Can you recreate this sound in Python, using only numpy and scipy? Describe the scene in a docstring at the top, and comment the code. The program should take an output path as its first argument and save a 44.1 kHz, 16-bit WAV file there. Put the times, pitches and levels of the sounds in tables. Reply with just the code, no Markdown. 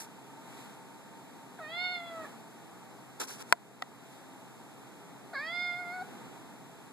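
"""Cat meowing in a living room

On the back of a sofa in a quiet room a cat meows twice at a hand-held camera, while a fan runs.
The voice is a sum of harmonics shaped by mouth and throat resonances, with a short room reverberation.
A finger brushes the case as flickering hiss; between the meows a button beside the left microphone
clicks down and springs back as ringing plastic modes. Air, fan and rustles are filtered noise and a whine.
The camera widens its two close microphones by delayed cross-feed, and ducks after the loud click."""
import sys
import numpy as np
from scipy import signal
from scipy.fft import rfft, irfft
from scipy.io import wavfile
from scipy.ndimage import uniform_filter1d

SR = 44100
rng = np.random.default_rng(int(sys.argv[2]) if len(sys.argv) > 2 else 0)


def to_wav(sig):
    """Store sig (one row per channel, or 1-D mono) as 16-bit WAV at the path in sys.argv[1].

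    Samples outside -1..1 are clipped; the rate is SR.
    """
    pcm = np.clip(np.atleast_2d(sig), -1, 1) * 32767
    pcm = np.round(pcm).astype(np.int16)
    wavfile.write(sys.argv[1], SR, pcm.T)  # frames by channels


N = 305172
TIME = np.arange(N) / SR
BINS_HZ = np.maximum(np.arange(N // 2 + 1) * SR / N, 1)

# held pitch of the first meow, an arch, before onset, break and waver: time_s [s], pitch_hz [Hz]
FIRST_PITCH = [(1.588, 623), (1.63, 619), (1.665, 605), (1.73, 675.6), (1.79, 709.7), (1.845, 727.8),
               (1.875, 717.7), (1.92, 724.5), (2, 688), (2.08, 679.7), (2.15, 662), (2.205, 643),
               (2.222, 622), (2.24, 632), (2.253, 560), (2.268, 580)]
# held pitch of the second meow, a rise that is then held: time_s [s], pitch_hz [Hz]
SECOND_PITCH = [(5.334, 545.3), (5.374, 531), (5.43, 612), (5.48, 655), (5.535, 699), (5.62, 714.3),
                (5.74, 701.6), (5.8, 722.4), (5.855, 697), (5.91, 706), (5.945, 738), (5.99, 731.3),
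                (6.028, 724)]
# effort, jaw and throat in the first meow: time_s [s], level_db [dB], mouth_opening [0-1],
# throat_ring_db [dB against the mouth resonance]
FIRST_MOUTH = [(1.592, -60, 0, -11), (1.612, -52.5, 0, -22), (1.63, -53, 0.5, -14),
               (1.665, -51.5, 0.6, -23), (1.705, -53, 0.82, -11), (1.745, -46, 0.79, -25),
               (1.794, -40.5, 0.88, -30), (1.85, -38.5, 0.95, -28), (1.915, -40.5, 0.87, -26),
               (1.96, -42.5, 0.88, -34), (1.985, -50, 0.82, -30), (2.03, -53, 0.57, -34),
               (2.08, -56.5, 0.9, -36), (2.134, -57.5, 0.4, -33), (2.194, -52, 0, -22),
               (2.225, -52.5, 0.31, -32), (2.26, -53.5, 0.17, -36)]
# effort, jaw and throat in the second meow: time_s [s], level_db [dB], mouth_opening [0-1],
# throat_ring_db [dB against the mouth resonance]
SECOND_MOUTH = [(5.339, -55, 0.2, -7), (5.352, -44, 0.3, -12), (5.372, -40.5, 0.54, -19),
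                (5.386, -43.5, 0.3, -12), (5.402, -43.5, 0.55, -15), (5.432, -43.5, 0.82, -32),
                (5.47, -43, 0.77, -13), (5.505, -44.5, 0.8, -21), (5.56, -40, 0.87, -16),
                (5.62, -38, 0.89, -24), (5.692, -38.5, 0.8, -25), (5.765, -47, 0.85, -27),
                (5.8, -43, 0.58, -21), (5.84, -49.5, 0.62, -32), (5.9, -46.5, 0.65, -23),
                (5.95, -46.5, 0.52, -20), (5.985, -48.5, 0.25, -24), (6.005, -47.5, 0.2, -24),
                (6.016, -52, 0.1, -13), (6.028, -65, 0, -18)]
# opening the mouth raises its resonance and lets out the upper one (dB against the mouth resonance)
MOUTH_CLOSED_HZ, MOUTH_OPEN_HZ, UPPER_OPEN_DB = 1290, 2366, 11
RING_CLOSED_DB = -31   # closing the mouth shuts in the high resonance
THROAT_WIDTH_HZ = 950
# the fundamental grows with pitch and gives way as the voice moves into the mouth resonance
CHEST_DB, CHEST_DB_PER_OCTAVE, CHEST_YIELD = -50.5, 30.5, 0.13
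CHEST_CLOSED_DB = 5   # it is also stronger with the mouth closed
USUAL_PITCH_HZ, USUAL_LEVEL_DB = 700, -46
# each meow starts sharp (share of pitch) and rough (0-1), then settles
ONSET_SHARP, ONSET_SETTLE_S = .36, 0.0097
ONSET_ROUGH, ONSET_ROUGH_S = 0.9, 0.012
FRAY_S, BREAK_S = 0.072, 0.013   # last moments, in which it frays and the pitch breaks upward
# between its rough ends it is clean: roughness 0-1, pitch waver and loudness waver as shares
HELD_ROUGH, HELD_WAVER, SHIMMER = 0.04, 0.0016, 0.04


def meow(pitch, mouth, chest_lift_db, onset_chest_db, end_break, end_chest_db, end_rough,
         throat_hz, throat_rise_hz, mouth_top_hz, mouth_width_hz, mouth_widens,
         upper_hz, upper_width_hz, upper_closed_db, ring_hz, ring_db, jitter, rasp):
    """Vocal-fold harmonics pass mouth and throat resonances moved by the jaw, and two that open with it."""
    start, end = pitch[0][0], pitch[-1][0]
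    span = (TIME > start - .01) & (TIME < end + .01)
    t = TIME[span]
    age, left = np.maximum(t - start, 0), np.maximum(end - t, 0)
    held_hz, = in_time(pitch, t)
    mouth_db, opening, throat_db = in_time(mouth, t)

    onset = np.exp(-age / ONSET_SETTLE_S)
    broken = np.clip(2 * (1 - left / BREAK_S), 0, 1)
    f0 = held_hz * (1 + ONSET_SHARP * onset + end_break * broken)
    rough_start = ONSET_ROUGH * np.exp(-age / ONSET_ROUGH_S)
    fray = end_rough * np.clip(1 - left / FRAY_S, 0, 1)
    rough = np.clip(HELD_ROUGH + rough_start + fray, 0, 1)

    effort_db = mouth_db - USUAL_LEVEL_DB
    # harder blowing damps the mouth resonance
    width_hz = mouth_width_hz * from_db(mouth_widens * effort_db)
    mouth_hz = MOUTH_CLOSED_HZ + (MOUTH_OPEN_HZ - MOUTH_CLOSED_HZ) * opening
    upper_db = mouth_db + upper_closed_db + (UPPER_OPEN_DB - upper_closed_db) * opening
    # the high resonance rings most when the mouth is wide open
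    high_db = mouth_db + ring_db + RING_CLOSED_DB * (1 - opening)
    # the tensed throat rings in a high band that sinks as the jaw closes
    throat_centre_hz = throat_hz + throat_rise_hz * opening
    octaves = np.log2(held_hz / USUAL_PITCH_HZ)
    chest_db = CHEST_DB + chest_lift_db + CHEST_DB_PER_OCTAVE * octaves - CHEST_YIELD * effort_db
    chest_db = chest_db + CHEST_CLOSED_DB * (1 - opening) + onset_chest_db * onset + end_chest_db * broken

    waver = jitter * rough * drift(len(t), 150) + HELD_WAVER * drift(len(t), 30.0)
    f0 = uniform_filter1d(f0, size=200) * (1 + waver)
    phase = 2 * np.pi * np.cumsum(f0) / SR
    voice = 0
    for k in range(1, 11):
        hz = k * f0
        power = (from_db(chest_db) / k ** 2.0) ** 2
        mouth_power = (from_db(mouth_db) * resonance(hz, mouth_hz, width_hz)) ** 2
        power += mouth_power / (1 + (hz / mouth_top_hz) ** 16)
        power += (from_db(upper_db) * resonance(hz, upper_hz, upper_width_hz)) ** 2
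        power += (from_db(high_db) * resonance(hz, ring_hz, 850)) ** 2
        power += (from_db(mouth_db + throat_db) * resonance(hz, throat_centre_hz, THROAT_WIDTH_HZ)) ** 2
        power /= 1 + (hz / 5600) ** 24
        # the mouth delays each harmonic differently, which rounds off the pulses
        lag = 2 * np.arctan(2 * (hz - mouth_hz) / width_hz)
        # air turbulence lays a noisy skirt around every harmonic, and each one wavers a little
        skirt = 1 + rasp * rough * drift(len(t), 210) + SHIMMER * drift(len(t), 6.7)
        voice = voice + np.sqrt(2 * power) * skirt * np.sin(k * phase - lag)
    out = np.zeros(N)
    out[span] = voice * np.clip(np.minimum(t - start, end - t) / 0.0097 + .5, 0, 1)
    return out


# lead at the left microphone; it varies with frequency as sound bends round the camera:
# frequency_hz [Hz], first_lead_us [microseconds], second_lead_us [microseconds]
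LEFT_LEAD_US = [(715, 10, 93), (1390, 5, 0), (1960, 122, 69), (3400, 10, -28), (4100, 58, 13),
                (4600, 45, 40)]


def at_microphones(voice, meow_index):
    """Sound from one side reaches one microphone a little earlier; a negative lead favours the right."""
    hz, *leads_us = np.transpose(LEFT_LEAD_US)
    lead_us = np.interp(BINS_HZ, hz, leads_us[meow_index])
    half_lag = np.exp(1j * np.pi * BINS_HZ * lead_us / 1e6)
    return irfft(rfft(voice) * np.array([half_lag, half_lag.conj()]), N)


ROOM_T60_S, ROOM_DB = 0.3, -12.5


def living_room(x, unlike_hz):
    """Short decaying reverberation; it differs between the close microphones mainly in the treble."""
    t = TIME[:SR // 2]
    tails = rng.standard_normal((2, len(t))) * from_db(-60 * t / ROOM_T60_S) * (t > .003)
    common, apart = tails / np.sqrt(np.sum(tails ** 2, axis=1, keepdims=True))
    apart = butter(apart, unlike_hz, "high", order=1)
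    echoes = signal.fftconvolve([x], [common + apart, common - apart], axes=1)[:, :N]
    return from_db(ROOM_DB) * echoes


# snap and rebounds of the pressed case: start_s [s], strength_db [dB], sharpness_hz [Hz]
PRESS_CONTACTS = [(3.5253, -7.5, 9000), (3.5273, -24, 3000), (3.5314, -28, 1300)]
# ringing modes of the case: frequency_hz [Hz], level_db [dB], t60_s [s]
CASE_MODES = [(417, -23, 0.043), (702, -11.5, 0.059), (1000, -3, 0.021), (1450, 6.5, 0.0061),
              (2030, -10.5, 0.02), (2330, -7.5, 0.01), (3080, -16, 0.0079), (3830, -20, 0.0065),
              (4300, -8, 0.0066), (5600, -8, 0.0074), (7000, -18, 0.011), (8180, 0, 0.0028),
              (9800, -9, 0.0039), (13300, -9, .003)]
# the button springs back and seats: start_s [s], strength_db [dB], sharpness_hz [Hz]
RELEASE_CONTACTS = [(3.8219, -31, 9500), (3.8235, -17, 2100), (3.8258, -40, 2000)]
# ringing modes of the button: frequency_hz [Hz], level_db [dB], t60_s [s]
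BUTTON_MODES = [(760, -10.5, 0.029), (1010, -15, 0.011), (1255, -4.5, 0.011), (1940, -7.5, 0.023),
                (2720, -9, 0.012), (3300, -5.5, 0.0075), (4350, -10, 0.0031), (6860, -15, .005),
                (10300, -23, .003), (13000, -18, .003)]
CLICK_LOW_CUT_HZ = 120


def clicks(contacts, modes):
    """Contacts, each with its own strength and sharpness, ring the plastic as decaying modes."""
    force = np.zeros(N)
    for start_s, strength_db, sharp_hz in contacts:
        blow = np.zeros(N) + 1e-18
        blow[round(start_s * SR)] = from_db(strength_db)
        force += butter(blow, sharp_hz, "low", order=1)
    out = 0
    for hz, db, t60_s in modes:
        r = from_db(-60 / (t60_s * SR))   # decay per sample
        w = 2 * np.pi * hz / SR
        ring = signal.lfilter([1, -r * np.cos(w)], [1, -2 * r * np.cos(w), r * r], force)
        out = out + from_db(db) * ring
    return butter(butter(out, 200, "high", order=1), CLICK_LOW_CUT_HZ, "high", order=1)


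# finger on the case: start_s [s], length_s [s], rise [share of length], hold [share of length],
# level_db [dB], extra_treble_db [dB], extra_body_db [dB]
BRUSHES = [(0.0, 0.072, 0.018, 0.03, -47.5, 11, -3), (3.197, 0.049, 0.08, 0.3, -33, 1.5, 0.5),
           (3.231, 0.036, 0.3, 0.18, -46.5, 7.5, -3), (3.266, 0.13, 0.14, 0.21, -41.5, 1.5, -14),
           (3.379, 0.049, 0.6, 0.38, -42, -2, -5), (3.452, 0.093, 0.48, 0.1, -53.5, 1, -6)]
# colour of skin on plastic: frequency_hz [Hz], level_db [dB]
BRUSH_COLOUR = [(100, -20), (400, 10.5), (650, 3), (1000, 10.5), (1200, 3), (1430, 7), (2000, -1),
                (2600, 1), (3400, -0.5), (4000, -1.5), (4650, -2.5), (5800, 3.5), (7000, -2), (8600, 0.5),
                (9500, -3.5), (12200, -5), (13500, -9)]


def brushes(grain_db, treble_hz, body_hz, catches_per_s, catch_db):
    """Skin slides over plastic: short swells of hiss with tiny catches, different at each microphone."""
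    colour, = in_frequency(BRUSH_COLOUR)
    catches = rng.standard_normal((2, N)) * (rng.random((2, N)) < catches_per_s / SR)
    friction = rng.standard_normal((2, N)) + from_db(catch_db) * rms_one(catches)
    coloured = irfft(rfft(friction) * colour, N)
    hiss = rms_one(flicker(coloured)) / np.sqrt(2)
    treble = irfft(rfft(hiss) / (1 + (treble_hz / BINS_HZ) ** 2), N)
    body = irfft(rfft(hiss) / (1 + (BINS_HZ / body_hz) ** 2), N)
    out = 0
    for start_s, length_s, rise, hold, db, treble_db, body_db in BRUSHES:
        corners = np.clip([0, rise, rise + hold, 1], 0, 1)
        swell = np.interp(TIME, start_s + length_s * corners, [0, 1, 1, 0])
        tone = hiss + (from_db(treble_db) - 1) * treble + (from_db(body_db) - 1) * body
        out = out + from_db(db) * swell * tone
    return out * from_db(grain_db * drift(N, 300))


# borders of the separately flickering bands of the brushing hiss: frequency_hz [Hz]
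BRUSH_BANDS_HZ = [0, 1200, 2400, 4200, 6500, 9000, 11500, 22050]
BRUSH_FLICKER_DB, BRUSH_FLICKER_HZ = 2.2, 110


def flicker(x):
    """The skin catches unevenly, so each band swells and sinks quickly on its own."""
    spectrum = rfft(x)
    out = 0
    for low_hz, high_hz in zip(BRUSH_BANDS_HZ, BRUSH_BANDS_HZ[1:]):
        band = irfft(spectrum * ((BINS_HZ >= low_hz) & (BINS_HZ < high_hz)), N)
        out = out + band * from_db(BRUSH_FLICKER_DB * drift(N, BRUSH_FLICKER_HZ))
    return out


# room air and microphone hiss, before room modes and trims: frequency_hz [Hz],
# common_db [dB per Hz, shared by the microphones], apart_db [dB per Hz, their difference]
AIR = [(40, -79, -99.7), (97, -88, -87.5), (118, -74.5, -90), (275, -76, -90), (576, -90, -98),
       (800, -84.5, -92), (988, -90.5, -95), (1930, -97.5, -96), (2690, -99.5, -101), (3530, -101, -100.5),
       (3960, -101.5, -102), (4850, -107, -107), (7800, -103, -106), (9000, -105, -106.5),
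       (9400, -106.5, -110), (13000, -110, -113), (14400, -107.5, -111)]
# fan-noise pitches the room favours or cancels: frequency_hz [Hz], width_hz [Hz], level_db [dB]
ROOM_MODES = [(159, 23, -4.5), (176, 38, 3.5), (354, 45, -0.5), (409, 9.4, -0.5), (500, 12, 5.5),
              (580, 47, -0.5), (666, 26, 4), (735, 30, -4), (838, 30, 1), (1090, 43, -2.5), (1184, 50, 1.5)]
# soft rustles, as changes at their peak: peak_s [s], length_s [s], low_db [dB], hiss_db [dB]
RUSTLES = [(0.59, 0.42, 1.5, 8), (2.24, 0.42, 4, 5), (4.117, 0.24, -1.5, 3.5), (5.23, 0.35, 1, -0.5),
           (6.148, 0.89, 4, 3.5)]
REST_LOW_DB, REST_HISS_DB = 1.33, -3   # trims between rustles
# faint whine of the fan: time_s [s], level_db [dB]
WHINE = [(0, -64), (.8, -63), (2.6, -69), (4.2, -71), (6.9, -70)]
WHINE_HZ, WHINE_WANDER_HZ, WHINE_FLUTTER_DB = 914, 5.77, 3.5   # wavers a little in pitch and level
# hum of the fan motor, at the left microphone: frequency_hz [Hz], level_db [dB]
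HUM = [(133.4, -60), (267.5, -66.5), (409, -67)]
HUM_WIDTH_HZ, HUM_RIGHT_DB = 9.8, -2   # slightly unsteady, and weaker on the right


def background(split_hz, self_noise_db):
    """Air, fan and microphone hiss as shaped noise; rustles briefly shift its lows and hiss."""
    room_db = sum(db * resonance(BINS_HZ, hz, width_hz) for hz, width_hz, db in ROOM_MODES)
    common, apart = [noise(gains * from_db(room_db)) for gains in in_frequency(AIR)]
    air = np.array([common + apart, common - apart]) * from_db(self_noise_db)
    low_db, hiss_db = REST_LOW_DB, REST_HISS_DB
    for peak_s, length_s, low_change_db, hiss_change_db in RUSTLES:
        swell = np.clip(1 - 2 * np.abs(TIME - peak_s) / length_s, 0, 1)
        low_db = low_db + low_change_db * swell
        hiss_db = hiss_db + hiss_change_db * swell
    low = irfft(rfft(air) / (1 + (BINS_HZ / split_hz) ** 2), N)
    rustling_air = low * from_db(low_db) + (air - low) * from_db(hiss_db)

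    turn = 2 * np.pi * np.cumsum(WHINE_HZ + WHINE_WANDER_HZ * drift(N, 11.1)) / SR
    flutter = from_db(WHINE_FLUTTER_DB * drift(N, 16))
    whine = from_db(in_time(WHINE, TIME)[0]) * rms_one(np.sin(turn) * flutter)
    hum = sum(from_db(db) * rms_one(noise(resonance(BINS_HZ, hz, HUM_WIDTH_HZ))) for hz, db in HUM)
    return rustling_air + whine + hum * from_db([[0], [HUM_RIGHT_DB]])


def from_db(db):
    """Decibels to gain."""
    return 10 ** (np.asarray(db) / 20)


def rms_one(x):
    """Scale to unit power."""
    return x / np.sqrt(np.mean(x ** 2) + 1e-20)


def in_time(rows, t):
    """Each column of a curve at the times t."""
    s, *columns = np.transpose(rows)
    return [np.interp(t, s, c) for c in columns]


def in_frequency(rows):
    """Each dB column of a spectrum as gains on the frequency grid."""
    hz, *columns = np.transpose(rows)
    return [from_db(np.interp(np.log(BINS_HZ), np.log(hz), c)) for c in columns]


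def noise(gains):
    """Noise whose amplitude per root Hz follows the gains."""
    return irfft(rfft(rng.standard_normal(N)) * gains, N) * np.sqrt(SR / 2)


def butter(x, hz, kind, order):
    """Causal low- or high-pass."""
    return signal.sosfilt(signal.butter(order, min(hz, .45 * SR), kind, fs=SR, output="sos"), x)


def drift(size, hz):
    """Slow chance with spread 1: noise low-passed at hz."""
    return rms_one(butter(rng.standard_normal(size + SR), hz, "low", order=2)[SR:])


def resonance(hz, centre_hz, width_hz):
    """Gain of a resonance, 1 on top."""
    return 1 / (1 + (2 * (hz - centre_hz) / width_hz) ** 2)


def scene():
    """Cat, its room, button, finger and background at the left and right microphones."""
    first = meow(
        FIRST_PITCH, FIRST_MOUTH, chest_lift_db=0.2, onset_chest_db=-2,
        end_break=0.024, end_chest_db=-7, end_rough=0.7, throat_hz=3500, throat_rise_hz=500,
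        mouth_top_hz=3180, mouth_width_hz=950, mouth_widens=0.01,
        upper_hz=3316, upper_width_hz=285, upper_closed_db=-25.5,
        ring_hz=4280, ring_db=-7.0, jitter=0.031, rasp=0.62)
    second = meow(
        SECOND_PITCH, SECOND_MOUTH, chest_lift_db=-1.5, onset_chest_db=17.5,
        end_break=0.045, end_chest_db=4, end_rough=0.1, throat_hz=4060, throat_rise_hz=850,
        mouth_top_hz=2380, mouth_width_hz=970, mouth_widens=0.039,
        upper_hz=3335, upper_width_hz=240, upper_closed_db=-48,
        ring_hz=4780, ring_db=-14, jitter=0.035, rasp=0.7)
    cat = at_microphones(first, 0) + at_microphones(second, 1)
    cat = cat + living_room(first + second, unlike_hz=1990)
    button = clicks(PRESS_CONTACTS, CASE_MODES) + clicks(RELEASE_CONTACTS, BUTTON_MODES)
    button = button * from_db([[0], [-28]])   # almost all in the left microphone
    finger = brushes(grain_db=0.1, treble_hz=6300, body_hz=1800, catches_per_s=2300, catch_db=-4.5)
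    return cat + button + finger + background(split_hz=1490, self_noise_db=-1.0)


def gain_control(x, threshold_db, depth_db, release_db_per_s, attack_hz):
    """A loud peak turns the gain down quickly; it creeps back up."""
    peak_db = 20 * np.log10(np.abs(x).max(axis=0) + 1e-9)
    excess = np.clip(peak_db - threshold_db, 0, depth_db)
    # each excess is held and falls at the release rate until a larger one comes
    held = np.maximum.accumulate(excess + release_db_per_s * TIME) - release_db_per_s * TIME
    return x * from_db(-butter(held, attack_hz, "low", order=1))


# steady treble hiss, separate in each channel, before bass cut, gain control and treble cut:
# frequency_hz [Hz], level_db [dB per Hz]
TREBLE_HISS = [(3000, -124), (4400, -110), (7300, -105), (10000, -107.5), (13500, -111.5)]
CROSSFEED_SAMPLES, CUTOFF_HZ = 15, 14000


def record(dry):
    """Subtract the other channel delayed, add hiss, then cut bass, control gain, clip and cut treble."""
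    share = from_db(np.interp(BINS_HZ, [3500, 6000], [0, -3]))   # less cross-feed in the treble
    delay = np.exp(-2j * np.pi * BINS_HZ * CROSSFEED_SAMPLES / SR)
    delayed = irfft(rfft(dry[::-1]) * share * delay, N)
    hiss = np.array([noise(in_frequency(TREBLE_HISS)[0]) for channel in dry])
    wide = butter(dry - delayed + hiss, 82, "high", order=3)
    levelled = gain_control(wide, threshold_db=-11, depth_db=4.5, release_db_per_s=7.0, attack_hz=40)
    overloaded = np.clip(levelled, -1, 1)
    return signal.sosfilt(signal.ellip(10, .1, 70, CUTOFF_HZ, fs=SR, output="sos"), overloaded)


dry = scene()
out = record(dry)
to_wav(out)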